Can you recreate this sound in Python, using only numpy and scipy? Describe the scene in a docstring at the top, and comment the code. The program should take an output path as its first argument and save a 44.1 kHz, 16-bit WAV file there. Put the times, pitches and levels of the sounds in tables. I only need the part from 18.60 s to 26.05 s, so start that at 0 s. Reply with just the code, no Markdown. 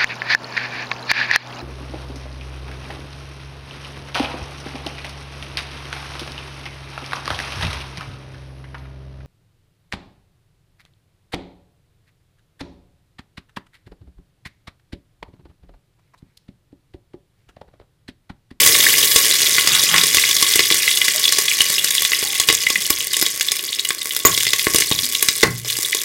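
"""In a kitchen, green chillies and whole spices fry in hot oil in an open pressure cooker, heard just above the rim.
Boiling water makes a dense fizz of random clicks and small rings, with sharp noise spits and round plips,
thinning as the spices dry. Twice a chilli bursts: first steam squeals out and juice revives the sizzle, then it
jumps across the pot. Filters make the pot ring, a noise tail and low notes are the kitchen, a dish scrapes and
knocks, a gas flame murmurs, and the loudest pops overload."""
import sys
import numpy as np
from scipy import signal
from scipy.fft import rfft, irfft
from scipy.io import wavfile

SR = 44100
rng = np.random.default_rng(int(sys.argv[2]) if len(sys.argv) > 2 else 0)


def store_pcm(level_fs):
    """Save levels as 16-bit WAV."""
    pcm = np.round(np.clip(level_fs, -1, 1) * 32767).astype(np.int16)
    wavfile.write(sys.argv[1], SR, np.atleast_2d(pcm).T)


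N = 328456
TIME = np.arange(N) / SR

# In all tables and settings, t60 is the time in seconds to fade by 60 dB.
# The two chilli bursts. Each row: start in seconds, level of the crack in dB, pitch in Hz, t60 in seconds,
# level of the puff in dB.
BURST_EVENTS = [(5.6505, -7, 1880, 0.018, -11), (6.832, -6.5, 1670, 0.048, -9.5)]
# Colour of the bright bubbling and cracks. Each row: frequency in Hz, relative level per Hz in dB.
FIZZ_COLOUR = [(300, -20), (800, -17), (1300, -11), (1800, -2), (2500, -0.5), (4000, 2.5), (6500, 5),
               (9000, 1), (11000, 0), (15500, -4.5)]
# Colour of the air pushed by spits and bursts. Each row: frequency in Hz, relative level per Hz in dB.
PUFF_COLOUR = [(25, -15), (60, -7.5), (120, -0.5), (220, -2.5), (400, 2.5), (600, -7.5), (800, -8.5),
               (1100, -12), (2500, -13), (8000, -58)]

# the water in the spices (1 at the start) boils away steadily, down to a last trace
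DRY_S, LAST_WATER = 6.6, 0.19
# juice from the first burst: its share of water, how fast it spreads and how slowly it boils off
JUICE, JUICE_SPREAD_S, JUICE_LASTS_S = 0.24, 0.027, 1.8
# bubbles per second at full water; their number falls as this power of the water
SMALL_PER_S, LARGER_PER_S, RATE_POWER = 3300, 170, 0.85
# the treble is raised and the rest lowered by this many dB: always, at the start and after the juice
SETTLED_LIFT_DB, START_LIFT_DB, JUICE_LIFT_DB = 0.1, 1.5, 2.0
START_FINE_S, JUICE_FINE_S = 1.3, 1.8  # fading times of the last two lifts
CRISP_DB_PER_S = 0.36  # the lift grows as the spices dry
FLARE_DB, FLARE_S = 2.5, 0.15  # the sizzle starts with a short flare
FLIGHT_S, FLIGHT_DIP_DB = 0.215, -10.5  # the sizzle drops away while the second chilli is in the air
# lesser spits and plips: number per second, middle level at full water, power of the water that it follows
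STRAY_PER_S, STRAY_DB, STRAY_POWER = 10, -12.5, 0.56


def from_db(db):
    """Turn decibels into a gain."""
    return 10 ** (np.asarray(db) / 20)


def rms_one(x):
    """Scale to an average (rms) strength of 1."""
    return x / np.sqrt(np.mean(x ** 2) + 1e-20)


def at_level(sound, db, size=176):
    """Scale a hit so that its first samples have the given rms level."""
    return sound * from_db(db) / np.sqrt(np.mean(sound[:size] ** 2) + 1e-20)


def at_hz(points, hz):
    """Read a table between its points, with frequency on a log scale."""
    f, value = np.transpose(points)
    return np.interp(np.log(np.maximum(hz, 1)), np.log(f), value)


def add(out, s, sound):
    """Mix a short sound in at time s."""
    i = max(0, round(s * SR))
    out[i:i + len(sound)] += sound[:max(0, N - i)]


def since(s):
    """Seconds since s, zero before it."""
    return np.maximum(TIME - s, 0)


def coloured(x, spectrum, size=4096):
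    """Filter x to the shape of a spectrum, without delay (minimum phase) and with average power gain 1."""
    gain = rms_one(from_db(at_hz(spectrum, np.linspace(0, SR / 2, size // 2 + 1))))
    # folding the cepstrum forward in time gives the minimum-phase filter
    cepstrum = irfft(np.log(gain))[:size // 2]
    cepstrum[1:] *= 2
    response = irfft(np.exp(rfft(cepstrum, size)))
    return signal.oaconvolve(x, response)[:len(x)]


def band(x, hz, octaves, order=1):
    """Keep a band about hz."""
    low_edge = min(hz / 2 ** (octaves / 2), SR * .4)
    high_edge = min(hz * 2 ** (octaves / 2), SR * .45)
    sos = signal.butter(order, [low_edge, high_edge], "band", fs=SR, output="sos")
    return signal.sosfilt(sos, x + 1e-18)


def resonance(x, hz, octaves):
    """Ring at one pitch (two poles), with gain 1 at the peak."""
    r = np.exp(-np.pi * hz * (2 ** octaves - 1) / SR)
    top = (1 - r * r) / 2 * np.array([1, 0, -1])
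    return signal.lfilter(top, [1, -2 * r * np.cos(2 * np.pi * hz / SR), r * r], x)


def clicks(per_s, spread_db, cap):
    """Random clicks, many small and a few large; the division evens out the power as the rate changes."""
    sizes = from_db(spread_db * np.minimum(rng.exponential(1, N), cap)) * rng.choice([-1, 1], N)
    return sizes * (rng.random(N) < per_s / SR) / np.sqrt(per_s)


def rupture(t60, snap, size=2048):
    """A film tears: one sharp snap in a spray of noise that dies away."""
    spray = rng.standard_normal(size) * from_db(-60 * TIME[:size] / t60)
    spray[1] += snap * rng.choice([-1, 1])
    return spray


def swelling(swell_s, size):
    """The rise and fall of a bubble's ring, strongest at swell_s seconds."""
    age = TIME[:size] / swell_s
    return age ** 2 * np.exp(-2 * age)


def water_left():
    """The spices dry out; the first burst wets the oil again."""
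    age = since(BURST_EVENTS[0][0])
    juice = JUICE * (1 - np.exp(-age / JUICE_SPREAD_S)) * np.exp(-age / JUICE_LASTS_S)
    return np.maximum(1 - TIME / DRY_S, LAST_WATER) + juice


def fineness():
    """Treble lift in dB: fresh water boils in the finest bubbles, and drying spices turn slowly crisper."""
    age = since(BURST_EVENTS[0][0])
    start = START_LIFT_DB * np.exp(-TIME / START_FINE_S)
    juice = JUICE_LIFT_DB * (age > 0) * np.exp(-age / JUICE_FINE_S)
    return SETTLED_LIFT_DB + CRISP_DB_PER_S * TIME + start + juice


def tilted(x, lift_db, pivot_hz=8000):
    """Finer bubbles sound brighter: lower the part below the pivot and raise the rest."""
    low = signal.sosfilt(signal.butter(1, pivot_hz, fs=SR, output="sos"), x)
    return low * from_db(-lift_db) + (x - low) * from_db(lift_db)


def fizz(per_s, bubble_db=3.0, bubble_octaves=0.28, scatter_t60=0.013, count=20):
    """Tiny ticks, and small bubbles that each ring a few cycles at their own pitch."""
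    ticks = rms_one(clicks(4 * per_s, spread_db=6.0, cap=5.5))
    born = clicks(per_s, spread_db=6.5, cap=3.1)
    dealt = rng.integers(0, 20, N)  # which pitch each bubble gets
    pitches = np.geomspace(1700, 15000, 20)
    bubbles = sum(band(born * (dealt == k), hz, bubble_octaves) for k, hz in enumerate(pitches))
    direct = ticks + from_db(bubble_db) * rms_one(bubbles)
    # each part of the pan reaches the ear by its own reflections off the steel wall
    place = rng.integers(0, count, N // 64 + 1).repeat(64)[:N]
    scattered = np.zeros(N)
    for k in range(count):
        path = rms_one(rupture(scatter_t60, snap=6.0, size=512))
        scattered += signal.oaconvolve(direct * (place == k), path)[:N]
    return rms_one(coloured(scattered, FIZZ_COLOUR))


def crackle(per_s, spread_db=2.0, t60=0.021, bubble_hz=4100, bubble_octaves=0.35, bubble_db=-1.0,
            swell_s=0.0026, count=2000, size=1024):
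    """Larger bubbles give way one by one: some tear with a bright snap, others swell into a short rough ring."""
    snaps, rings = np.zeros((2, N))
    times, chance, kinds = rng.random((3, count))
    variations = np.clip(rng.standard_normal((count, 2)), -1.8, 1.8)
    for at, luck, kind, (pitch, loud) in zip(times, chance, kinds, variations):
        rate = per_s[int(at * N)]
        if luck > rate * N / SR / count:  # fewer of the candidates sound when the rate is low
            continue
        strength = from_db(spread_db * loud) / np.sqrt(rate)
        if kind < .5:
            add(snaps, at * N / SR, strength * rupture(t60, snap=6.9, size=size))
        else:
            hz = bubble_hz * 2 ** (bubble_octaves * pitch)
            ring = resonance(resonance(rng.standard_normal(size), hz, .35), hz, .35)
            add(rings, at * N / SR, strength * rms_one(ring) * swelling(swell_s, size))
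    bright = rms_one(coloured(snaps, FIZZ_COLOUR))
    return rms_one(bright + from_db(bubble_db) * rms_one(rings))


def sizzle(water, busy, fizz_db=-18.0, crackle_db=-2.0):
    """Small and larger bubbles together, weaker and sparser as the water boils away."""
    frying = fizz(SMALL_PER_S * busy) + from_db(crackle_db) * crackle(LARGER_PER_S * busy)
    level = water * from_db(fizz_db + FLARE_DB * np.exp(-TIME / FLARE_S))
    return level * tilted(frying, fineness())


def gurgle(water, busy, level_db=-43.5, power=0.46, flare_db=13.0, flare_s=1.1):
    """The low side of the boiling: dull random thumps, strongest at the start."""
    # Colour of the thumps. Each row: frequency in Hz, relative level per Hz in dB.
    thump_colour = [(30, -37), (65, -8), (120, 1.5), (220, -2), (400, 0.5), (600, -5), (800, -11.5),
                    (1200, -10), (2300, -1), (8000, -87)]
    thumps = clicks(.25 * SMALL_PER_S * busy, spread_db=5.0, cap=1.65)
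    level = water ** power * from_db(level_db + flare_db * np.exp(-TIME / flare_s))
    return level * rms_one(coloured(thumps, thump_colour))


def puff(db, t60=0.032, push_s=0.001, push_db=-7.0, push_from_db=-22.0):
    """The thump of displaced air and a deep push, which is relatively weaker in small puffs."""
    out = at_level(coloured(rupture(t60, snap=12.3), PUFF_COLOUR), db, size=500)
    deep_db = db + push_db + min(db - push_from_db, 0)
    return out + at_level(swelling(push_s, len(out)), deep_db, size=500)


def spit(db, hz, puff_db, t60=0.022, octaves=1.6, ring_db=-3.0, crack_db=-3.5, thump_db=-1.5):
    """A film tears at once: a broad ring about the pitch of its bubble, a crack and a puff."""
    tear = rupture(t60, snap=8.1)
    ring = at_level(band(tear, hz, octaves, order=2), db + ring_db)
    crack = at_level(coloured(tear, FIZZ_COLOUR), db + crack_db)
    return ring + crack + puff(puff_db + thump_db)


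def plip(db, hz, swell_s=0.0015, octaves=0.51, ring_db=-2.5, crack_db=-9.5, thump_db=-38.0):
    """A round bubble swells into a narrow ring, with a softer crack and a slight puff."""
    tear = rupture(0.053, snap=18.0)
    drive = rng.standard_normal(len(tear)) * swelling(swell_s, len(tear))
    ring = at_level(band(drive, hz, octaves, order=2), db + ring_db)
    crack = at_level(coloured(tear, FIZZ_COLOUR), db + crack_db)
    return ring + crack + puff(db + thump_db)


def loud_spits_and_plips():
    """The steam bubbles that stand out of the sizzle: torn oil films and round rings."""
    # The loudest spits. Each row: start in seconds, level in dB, pitch in Hz, puff level in dB
    # (spit() trims the levels of its parts).
    loud_spits = [(0.0622, 0, 11400, -44), (0.074, -5, 6100, -32), (0.56, -2.5, 5670, -22),
                  (0.9827, -9.5, 2350, -30), (1.0735, -6.5, 5300, -34), (1.2364, -10, 8600, -34),
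                  (1.3417, -7.5, 2600, -26), (1.3619, -11, 3570, -38), (1.3812, -8, 4170, -37),
                  (1.4356, -7, 5470, -33), (1.5463, -5, 8400, -30), (1.57, -7.5, 4300, -30),
                  (1.8258, -5.5, 5950, -34), (1.957, -7, 9000, -25.5), (1.9924, -7.5, 3640, -23.5),
                  (2.0046, -12, 3520, -32), (2.103, -11, 3540, -38), (2.1122, -13, 7770, -24),
                  (2.1434, -10, 9650, -37), (2.482, -10, 4060, -36), (2.7234, -8, 6960, -36),
                  (2.785, -6.5, 7500, -27.5), (3.0169, -9.5, 5760, -36), (3.1013, -14, 7910, -33),
                  (3.2441, -8, 7060, -35), (3.421, -12.5, 8700, -46), (3.4502, -11.5, 4600, -50),
                  (3.5188, -16, 3220, -38), (3.6272, -21.5, 3560, -30), (3.7992, -6, 5490, -30),
                  (3.8871, -2.5, 3700, -29), (3.8999, -8, 3600, -22.5), (3.9264, -11, 7280, -34),
                  (4.102, -10.5, 5200, -30.5), (4.303, -4, 10300, -24), (4.5676, -11, 6640, -38),
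                  (4.6135, -12, 8560, -36), (4.6253, -8, 11600, -25.5), (4.6639, -12.5, 5000, -39),
                  (4.8099, -11, 4600, -48), (4.918, -10.5, 6000, -38.5), (5.3058, -14, 2900, -36),
                  (5.4568, -19, 10600, -43), (5.5647, -11, 10300, -43), (5.7767, -13, 4930, -35),
                  (5.8323, -13.5, 7490, -49), (5.8675, -12.5, 3200, -32.5), (5.933, -7, 4480, -29),
                  (6.0687, -13.5, 2300, -19), (6.146, -10, 8670, -21), (6.1592, -5, 6800, -36),
                  (6.1844, -9, 7100, -30), (6.2065, -10.5, 6470, -34), (6.2216, -15, 3460, -33),
                  (6.3142, -14.5, 4640, -19.5), (6.626, -4.5, 8800, -28), (6.6859, -6, 5100, -36),
                  (7.0483, -33, 5670, -40), (7.1874, -21, 8810, -34), (7.348, -13, 7140, -34.5)]
    # The loudest round bubbles. Each row: start in seconds, level in dB (plip() trims its parts), pitch in Hz.
    loud_plips = [(0.1505, -15.5, 2020), (0.2648, -10, 1850), (0.3381, -14, 2070), (0.7107, -10.5, 3600),
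                  (0.724, -11.5, 4320), (1.582, -12, 2270), (1.637, -13.5, 2100), (2.1223, -9, 3660),
                  (2.2773, -11.5, 2510), (2.372, -12, 3630), (2.4148, -9, 2760), (2.6395, -10, 4030),
                  (2.6532, -10.5, 3320), (2.6786, -9.5, 3860), (2.69, -12.5, 5100), (2.882, -12, 3380),
                  (2.914, -14, 2540), (3.0052, -3, 3180), (3.1812, -12, 3270), (3.38, -11.5, 3400),
                  (3.532, -12.5, 2510), (3.949, -8.5, 6140), (4.0663, -11.5, 2340), (4.156, -13, 2350),
                  (4.5415, -14.5, 3200), (4.8844, -12.5, 3760), (5.128, -17, 3480), (5.1941, -12, 4400),
                  (5.25, -15.5, 3330), (5.2883, -12, 8040), (5.9935, -15, 3000), (6.3222, -12.5, 3330),
                  (6.3885, -12, 4000), (6.5502, -11.5, 3500), (7.3283, -17.5, 2170)]
    out = np.zeros(N)
    for s, db, hz, puff_db in loud_spits:
        add(out, s, spit(db, hz, puff_db))
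    for s, db, hz in loud_plips:
        add(out, s, plip(db, hz))
    return out


def strays(water, spread_db=3.5, spit_share=0.3, spit_hz=8500, plip_hz=4000, pitch_octaves=0.35,
           thump_db=-33.0, count=200):
    """Lesser spits and plips at random, weaker as the water goes."""
    out = np.zeros(N)
    for k, (when, luck, kind, loud, pitch) in enumerate(rng.random((count, 5))):
        i = int((k + when) / count * N)
        if luck > STRAY_PER_S * N / SR / count:
            continue
        db = STRAY_DB + STRAY_POWER * 20 * np.log10(water[i]) + spread_db * (2 * loud - 1)
        detune = 2 ** (pitch_octaves * (2 * pitch - 1))
        if kind < spit_share:
            sound = spit(db, spit_hz * detune, db + thump_db)
        else:
            sound = plip(db, plip_hz * detune)
        add(out, i / SR, sound)
    return out


def pinpricks(water, per_s=14, level_db=-28.0, spread_db=2.0, hz=9500, octaves=1.4):
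    """Now and then a droplet explodes in the open with one dry, needle-sharp tick."""
    ticks = rms_one(band(clicks(per_s, spread_db, cap=1.2), hz, octaves))
    return from_db(level_db) * water ** .5 * ticks


def mist(level_db=-19.5, hz=12800, octaves=0.81, hold_s=0.61, release_s=0.037, per_s=9000):
    """At first the last surface water flashes off as a very fine hiss, which stops quickly."""
    spray = rms_one(band(clicks(per_s, spread_db=9.0, cap=4.4), hz, octaves, order=2))
    return from_db(level_db) * spray * np.exp(-since(hold_s) / release_s)


def lull(fall_s=0.04):
    """Gain of the frying: it sinks as the chilli jumps and is back when it lands."""
    age = since(BURST_EVENTS[1][0])
    return from_db(FLIGHT_DIP_DB * (1 - np.exp(-age / fall_s)) * (age < FLIGHT_S))


def bursts(spray_db=-14.0, spray_t60=0.062, thump_t60=0.062, gulp_hz=1100, gulp_db=-23.5):
    """A chilli skin gives way: a crack, a hollow gulp, a heavy puff and a spray of oil."""
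    out, t = np.zeros(N), TIME[:SR]
    for s, db, hz, t60, puff_db in BURST_EVENTS:
        crack = band(rupture(t60, snap=13.0), hz, 1.04)
        add(out, s, at_level(crack, db))
        gulp = np.sin(2 * np.pi * gulp_hz * t) * from_db(-60 * t / t60)
        add(out, s, from_db(gulp_db) * gulp)
        spray = band(rupture(spray_t60, snap=1, size=8192), 2 * hz, 5.7)
        add(out, s, at_level(spray, db + spray_db))
        thump = coloured(rupture(thump_t60, snap=33.0, size=8192), PUFF_COLOUR)
        add(out, s, at_level(thump, puff_db, size=500))
    return out


def squeal(octave_db=-3.5, size=1300):
    """Steam sets the edge of the split skin vibrating for a moment: a gliding, rough note and its octave."""
    # Each row: seconds after the first burst, pitch in Hz, level of the note in dB.
    glide = [(0, 7500, -30), (.002, 7150, 0), (.006, 6800, 2), (.011, 6600, -8), (.014, 6700, -24),
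             (.017, 7000, -6), (.021, 7150, -4), (.023, 8300, -10), (.026, 8500, -45)]
    s, hz, db = np.transpose(glide)
    t = TIME[:size]
    rough_hz = np.interp(t, s, hz) * (1 + 0.061 * rng.standard_normal(size))
    phase = 2 * np.pi * np.cumsum(rough_hz) / SR
    note = np.sin(phase) + from_db(octave_db) * np.sin(2 * phase)
    out = np.zeros(N)
    add(out, BURST_EVENTS[0][0], from_db(np.interp(t, s, db)) * note)
    return out


def leak(s=6.825, hz=5000, level_db=-11.5, size=600):
    """Steam spurts from the chilli just before it jumps: a short swell of noise."""
    spurt = rms_one(band(rng.standard_normal(size), hz, 0.55) * swelling(0.012, size))
    out = np.zeros(N)
    add(out, s, from_db(level_db) * spurt)
    return out


def pot(x):
    """The air in the open pot rings on at its own pitches."""
    # Each row: pitch in Hz, width in Hz, lift in dB.
    air_modes = [(336, 42, 3.5), (444, 38, 9.5), (593, 81, 6), (1112, 25, 21), (1725, 370, 6),
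                 (2030, 140, 10.5), (2350, 290, 2), (2873, 15, 7.5), (3401, 108, 8.5), (3760, 48, 6.5),
                 (4400, 41, 3.5), (5060, 48, 4.5), (8970, 280, 3.5)]
    out = x.copy()
    for hz, width, lift_db in air_modes:
        b, a = signal.iirpeak(hz, hz / width, fs=SR)
        out += (from_db(lift_db) - 1) * signal.lfilter(b, a, x)
    return out


def crockery(slide_hz=1700, slide_octaves=1.43, rumble_hz=150, rumble_db=-11.5, roughness=0.56):
    """A dish scrapes along the counter, which rumbles under it; soft knocks ring at one hollow note each."""
    # The sliding dish. Each row: time in seconds, level in dB.
    slide_levels = [(1.02, -70), (1.07, -28.5), (1.17, -25.5), (1.25, -43), (1.3, -29), (1.35, -21),
                    (1.41, -25), (1.48, -68)]
    # Knocks as crockery is moved beside the stove. Each row: start in seconds, level in dB before the soft
    # onset, pitch in Hz, t60 in seconds.
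    knocks = [(2.545, -22, 618, 0.1), (3.632, -41, 804, 0.88), (4.156, -30.5, 181, 0.17),
              (6.425, -33.5, 249.5, 0.49)]
    s, db = np.transpose(slide_levels)
    slide_db = np.interp(TIME, s, db)
    slips = clicks(1500, spread_db=2.5, cap=3.0)
    scrape = rms_one(band(slips, slide_hz, slide_octaves, order=2))
    rumble = rms_one(band(slips, rumble_hz, 0.89, order=2))
    out = from_db(slide_db) * (scrape + from_db(rumble_db) * rumble)
    t = TIME[:SR]
    for s, db, hz, t60 in knocks:
        rough = rms_one(band(rng.standard_normal(SR), hz, 0.26))
        note = np.sin(2 * np.pi * hz * t) + roughness * rough
        add(out, s, from_db(db - 60 * t / t60) * note * (1 - np.exp(-t / 0.0077)))
    return out


def kitchen(x, wet_db=-11.5, size=30000):
    """Echoes blur into a tail of noise whose bands fade at their own speeds."""
    # Each row: frequency in Hz, t60 in seconds.
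    fading = [(80, 1), (160, 0.28), (400, 0.22), (1500, 0.28), (5000, 0.21), (14000, 0.21)]
    t, tail = TIME[:size], np.zeros(size)
    for hz in 62.5 * 2. ** np.arange(9):
        noise = band(rng.standard_normal(size), hz, 0.95, order=2)
        tail += noise * from_db(-60 * t / at_hz(fading, hz))
    tail *= 1 - np.exp(-t / 0.00043)
    tail /= np.sqrt(np.sum(tail ** 2))
    return x + from_db(wet_db) * signal.oaconvolve(x, tail)[:N]


def boom(levels_db=(-32.0, -20.0)):
    """The bursts set the low notes of the kitchen ringing, each a fading sine."""
    # Each row: pitch in Hz, relative level in dB, t60 in seconds.
    modes = ((118, 0, .85), (127, -7, .7), (143, -2, .55), (178, -1, .45), (62, -3, .2), (235, -3, .35),
             (315, -7, .35))
    t, out = TIME[:SR], np.zeros(N)
    ringing = sum(from_db(db - 60 * t / t60) * np.sin(2 * np.pi * hz * t) for hz, db, t60 in modes)
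    for burst, db in zip(BURST_EVENTS, levels_db):
        add(out, burst[0], from_db(db) * ringing * (1 - np.exp(-t / 0.022)))
    return out


def flame(level_db=-53.5):
    """The gas flame murmurs: steady noise, strongest around 400 Hz."""
    # Each row: frequency in Hz, relative level per Hz in dB.
    flame_colour = [(25, -48), (70, -5), (130, -12), (400, 17), (800, -30), (3000, -35)]
    return from_db(level_db) * coloured(rng.standard_normal(N), flame_colour)


def scene():
    """The water left drives the frying, which sounds through the pot and the kitchen, over the flame."""
    water = water_left()
    busy = water ** RATE_POWER
    frying = sizzle(water, busy) + gurgle(water, busy) + strays(water) + pinpricks(water) + mist()
    in_pot = pot(lull() * frying + loud_spits_and_plips() + bursts() + leak())
    in_kitchen = kitchen(in_pot + squeal() + crockery())
    return (in_kitchen + boom() + flame())[None]


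def record(dry, ceiling=0.91, lopsided=0.15, low_cut_hz=50, high_cut_hz=16000):
    """The loudest peaks flatten, more on one side, which leaves a low bump; bottom and top are cut."""
    clipped = dry / (1 + (dry / ceiling) ** 4) ** (1 / 4)
    clipped = clipped + lopsided * clipped ** 4
    low_cut = signal.butter(2, low_cut_hz, "high", fs=SR, output="sos")
    high_cut = signal.ellip(12, .1, 80, high_cut_hz, fs=SR, output="sos")
    return signal.sosfilt(high_cut, signal.sosfilt(low_cut, clipped))


dry = scene()
out = record(dry)
store_pcm(out)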